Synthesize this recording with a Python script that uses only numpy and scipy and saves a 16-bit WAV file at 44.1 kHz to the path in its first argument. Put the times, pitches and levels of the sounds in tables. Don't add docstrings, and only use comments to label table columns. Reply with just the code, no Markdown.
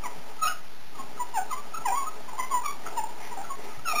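import sys
import numpy as np
from scipy import signal
from scipy.fft import rfft, irfft
from scipy.io import wavfile

SR = 44100
rng = np.random.default_rng(int(sys.argv[2]) if len(sys.argv) > 2 else 0)


def store_wav(level_fs):
    pcm = np.round(np.clip(np.atleast_2d(level_fs), -1, 1) * 32767)
    wavfile.write(sys.argv[1], SR, pcm.T.astype(np.int16))


N = 176400
FREQS = np.arange(N // 2 + 1) * SR / N


def undb(db):
    return 10 ** (np.asarray(db) / 20)


def unit(x):
    return x / np.sqrt(np.mean(x ** 2))


def colour(x, points):
    hz, db = np.array(points, float).T
    return irfft(rfft(x) * undb(np.interp(np.log(FREQS + 1), np.log(hz), db)), N)


def wander(rate_hz):
    smooth = irfft(rfft(rng.standard_normal(N)) * np.exp(-(FREQS / rate_hz) ** 2), N)
    return unit(np.tanh(unit(smooth) / 2))


def card_box(x):
    # f/Hz, width/Hz, gain/dB
    modes = [(130, 124, -19), (241, 87, -2), (426, 52, 2.5), (561, 23, 1.5), (635, 76, 1), (744, 90, 2.5),
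             (856, 67, 5.5), (979, 49, 2.5), (1253, 70, -0.5), (2270, 1800, -14.5)]
    f = FREQS + 1
    response = sum((-1) ** k * undb(db) / (1 + 1j * (f * f - hz * hz) / (f * width))
                   for k, (hz, width, db) in enumerate(modes))
    return irfft(rfft(x) * response, N)


def gear_rubbing(t):
    # t/s, relative level/dB
    fader = [(0.0, -51), (0.03, -50.5), (0.32, -52), (0.38, -56.5), (0.46, -58), (0.91, -63.5), (1.0, -47),
             (1.08, -53.5), (1.17, -50), (1.25, -55), (1.53, -49.5), (1.56, -52), (2.51, -49.5),
             (2.55, -44), (2.62, -54.5), (2.88, -48), (3.56, -53), (3.66, -46), (3.71, -53.5), (3.91, -54),
             (3.97, -41), (4.0, -63)]
    trim_db, flicker_db, graininess = 4.5, 1.33, 0.29
    ticks = rng.standard_normal(N) * np.exp(graininess * wander(420))
    when, db = np.array(fader).T
    return unit(card_box(ticks)) * undb(np.interp(t, when, db) + trim_db + flicker_db * wander(25))


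def hiss():
    # f/Hz, gain/dB
    eq = [(20, 3), (60, -6.5), (150, 1), (400, -5.5), (800, -4), (1500, -3), (2500, -4.5), (4000, -6.5)]
    return undb(-45) * unit(colour(rng.standard_normal(N), eq))


def axle_squeaks(t):
    # t/s, length/s, start f/Hz, middle f/Hz, end f/Hz, level/dB,
    # 2nd harmonic/dB and 3rd harmonic/dB re the fundamental, roughness/0-1
    squeaks = [ (0.033, 0.024, 1310, 1153, 1050, -36.5, -6, -21, 0.23),
               (.053, 0.021, 1012, 999, 934, -32, -12, -23, 0.36),
               (0.387, 0.09, 1306, 1262, 1280, -42.5, -18, -20, 0.31),
               (0.418, 0.022, 1270, 1288, 1294, -22.5, -25, -41, 0.07),
               (0.427, 0.022, 1289, 1300, 1295, -21, -12.5, -21, 0.14),
               (0.447, 0.033, 1273, 1259, 1302, -24, -8.5, -19, 0.32),
               (.470, 0.013, 1262, 1408, 1462, -26, 0.5, -12, 0.25),
               (0.484, 0.036, 1528, 1444, 1466, -31.5, -14.5, -22, 0.36),
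               (0.466, 0.065, 1298, 1257, 1266, -37.5, -14, -33, 0.54),
               (0.944, 0.034, 1267, 1217, 1090, -50, -25, -17, 0.35),
               (.986, 0.034, 1110, 1072, 1075, -37, -29, -21, 0),
               (1.169, 0.021, 1357, 1258, 1250, -42, -22, -22, 0.16),
               (1.195, 0.036, 982, 987, 963, -27.5, -17.5, -30, 0.14),
               (1.338, 0.049, 1003, 890, 834, -29.5, -20, -17.5, 0.25),
               (1.37, 0.021, 845, 782, 750, -25, -11, -21, 0.1),
               (1.387, 0.031, 769.5, 741.5, 766, -29.5, -11, -28, 0.18),
               (1.507, 0.018, 1279, 1235, 1070, -29, -16, -20, 0.17),
               (1.519, 0.029, 1036, 1026, 1050, -31.5, -10.5, -18.5, 0.17),
               (1.562, 0.035, 1118, 1154, 1176, -37, -17, -21.5, 0.22),
               (1.739, 0.018, 1322, 1262, 1400, -29, -18, -26, 0.17),
               (1.767, .015, 1276, 1316, 1320, -30, -16, -26, .08),
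               (1.854, .014, 1004, 991, 905, -20.5, -14, -23.5, 0.06),
               (1.868, 0.028, 861, 812, 785, -24.5, -16.5, -14.5, 0.3),
               (1.898, 0.026, 766, 782, 793, -28.5, -25, -17, 0.48),
               (1.915, 0.0378, 953, 970, 1004, -26, -19, -44, 0.23),
               (1.947, 0.027, 987, 1088, 1104, -32, -10.5, -11, 0.14),
               (1.966, 0.046, 1100, 1120, 1063, -26.5, -21, -25, 0.1),
               (2.022, 0.036, 1104, 1028, 1090, -34, -23, -41, 0.35),
               (2.063, 0.032, 1257, 1260, 1283, -31.5, -23.5, -31, 0.1),
               (2.281, 0.04, 1007, 999, 976, -40.5, -16, -32, 0.55),
               (2.328, 0.027, 919, 859, 850, -37, -29, -37, 0.42),
               (2.376, 0.032, 1009, 1058, 1010, -34.5, -28, -16, 0.4),
               (2.39, 0.022, 1071, 1009, 1032, -29, -7, -25, 0.36),
               (2.414, 0.037, 981, 1031, 1028, -33, -3.5, -17, 0.3),
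               (2.507, 0.045, 1106, 1060, 926, -29, -18, -19, 0.1),
               (2.538, 0.05, 1014, 990, 959, -24, -20.5, -29, 0.04),
               (2.614, 0.014, 960, 960, 1000, -30.5, -27, -30, 0.2),
               (2.637, 0.021, 1199, 1190, 1220, -32, -10, -25, 0.42),
               (2.652, 0.018, 1250, 1175, 1155, -28.5, -6, -19, 0.35),
               (2.672, 0.041, 1161, 1114, 1180, -32.5, -7.5, -17, 0),
               (2.858, 0.028, 1302, 1306, 1330, -35.5, -22, -36, .9),
               (2.971, .014, 990, 948, 920, -22.5, -19.5, -18, 0.07),
               (2.985, 0.018, 910, 873, 840, -26.5, -13.5, -20, 0.23),
               (3.018, 0.0078, 843, 938, 890, -30, -28, -31, 0.24),
               (3.034, 0.0073, 877, 855, 905, -22, -34, -37, 0.06),
               (3.087, 0.02, 973, 950, 936, -37.5, -24, -20, 0.2),
               (3.313, 0.036, 988, 956, 940, -36.5, -17, -28, 0.28),
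               (3.368, 0.052, 834, 770, 843, -35.5, -21, -21, 0.52),
               (3.431, 0.047, 1454, 1322, 1310, -45.5, -24, -23, 0.9),
               (3.498, 0.028, 1132, 1095, 1060, -32, -26, -30, 0.15),
               (3.693, 0.037, 1370, 1285, 1240, -47.5, -10.5, -29, 0.47),
               (3.788, 0.014, 1290, 1297, 1300, -41, -18, -25, 0.42),
               (3.853, 0.016, 1506, 1400, 1404, -30.5, -10.5, -22, 0),
               (3.87, .060, 1369, 1269, 1200, -28.5, -4.5, -16, 0.31),
               (3.921, 0.028, 973, 750, 659, -32, -28, -16, 0.45),
               (3.951, .022, 1159, 1213, 1246, -28, -1, -10, 0.25),
               (3.978, 0.042, 1235, 1210, 1270, -24.5, -5, -17, 0.25), ]
    skip_levels = [-15, -13.5, -17]
    # f/Hz, gain/dB
    grit_eq = [(200, -9), (500, -23), (750, 8), (1200, -59), (1900, -34), (2700, -10), (4000, -28.5)]
    attack_s, release_s, rolloff_db = 0.016, 0.019, -10
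    jitter_share, flutter_db, rasp_db = 0.045, 8, -9
    jitter, flutter, skip = wander(300), wander(160), wander(123)
    shimmer = [undb(2 * wander(60)) for _ in range(5)]
    grit = unit(colour(rng.standard_normal(N), grit_eq))
    out = np.zeros(N)
    for start, length, start_hz, mid_hz, end_hz, db, second_db, third_db, rough in squeaks:
        i = np.flatnonzero((t > start - attack_s / 2) & (t < start + length + release_s / 2))
        age = t[i] - start
        u = np.clip(age / length, 0, 1)
        hz = start_hz * (1 - u) * (1 - 2 * u) + mid_hz * 4 * u * (1 - u) + end_hz * u * (2 * u - 1)
        phase = 2 * np.pi * np.cumsum(hz * (1 + jitter_share * rough * jitter[i])) / SR
        fade_in = np.clip(age / attack_s + .5, 0, 1) ** 2
        fade_out = np.clip((length - age) / release_s + .5, 0, 1)
        harmonics_db = [0, second_db, third_db, third_db + rolloff_db, third_db + 2 * rolloff_db]
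        tone = sum(undb(d) * shimmer[k][i] ** min(k + rough, 1) * np.sin((k + 1) * phase)
                   for k, d in enumerate(harmonics_db))
        growl = skip[i] * sum(undb(d) * np.sin((k + .5) * phase) for k, d in enumerate(skip_levels))
        shake = unit(undb(flutter_db * rough * flutter[i]))
        voice = np.sqrt(2) * (tone * shake + rough * growl)
        rasp = rough * undb(rasp_db) * grit[i]
        out[i] += undb(db) * fade_in * fade_out * (voice + rasp)
    return out


def card_slides(t):
    # middle t/s, length/s, level/dB
    swishes = [(0.157, 0.031, -54), (2.405, 0.28, -60), (2.842, 0.032, -50.5), (3.248, 0.073, -42.5),
               (3.408, .10, -55), (3.653, 0.15, -48.5), (3.76, .04, -54)]
    # f/Hz, gain/dB
    eq = [(300, -29), (800, 15), (1400, 2), (2100, 15), (2800, 4), (4000, -1.5)]
    swell = sum(undb(db) * np.exp(-2 * ((t - middle) / length) ** 2) for middle, length, db in swishes)
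    friction = rng.standard_normal(N) * np.exp(0.15 * wander(400))
    return swell * unit(colour(friction, eq))


def finger_bumps(t):
    # t/s, relative level/dB, f/Hz
    bumps = [(0.156, -46.5, 156), (0.996, -44.5, 238), (1.786, -47.5, 150), (3.635, -44, 481),
             (3.667, -46, 410), (3.775, -44, 143), (3.799, -52, 129)]
    attack_s, decay_s = 0.002, 0.018
    wobble = 1.3 * wander(89)
    out = np.zeros(N)
    for start, db, hz in bumps:
        age = np.maximum(t - start, 0)
        envelope = 2 * (1 - np.exp(-age / attack_s)) * np.exp(-age / decay_s)
        out += undb(db) * envelope * np.sin(2 * np.pi * hz * age + wobble)
    return out


def room(x, t):
    t60_s, wet_db, predelay_s, build_s = 0.26, -7.5, 0.004, 0.01
    tail = rng.standard_normal(N) * undb(-60 * t / t60_s)
    tail *= np.clip((t - predelay_s) / build_s, 0, 1)
    tail /= np.sqrt(np.sum(tail ** 2))
    return x + undb(wet_db) * signal.fftconvolve(x, tail)[:N]


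def scene():
    # f/Hz, level/dB re the mid
    side_eq = [(30, -33), (120, -42), (1000, -30), (2200, -27), (4000, -37.5)]
    balance_db = -0.07
    t = np.arange(N) / SR
    toy = axle_squeaks(t) + gear_rubbing(t) + card_slides(t) + finger_bumps(t)
    mid = room(toy, t) + hiss()
    side = colour(mid, side_eq) * wander(260)
    return np.array([(mid + side) * undb(balance_db / 2), (mid - side) * undb(-balance_db / 2)])


def record(dry):
    hold_hz, mirror_boost_db, top_hz, dc_offset = 8000, 1.3, 15500, -0.045
    slow = signal.resample(dry, N * hold_hz // SR, axis=1)
    steps = signal.resample(np.repeat(slow, 20, axis=1), N, axis=1)
    bright = irfft(rfft(steps) * undb(mirror_boost_db * (FREQS > hold_hz / 2)), N)
    high_cut = signal.ellip(10, .2, 80, top_hz, fs=SR, output="sos")
    return signal.sosfilt(high_cut, bright) + dc_offset


dry = scene()
out = record(dry)
store_wav(out)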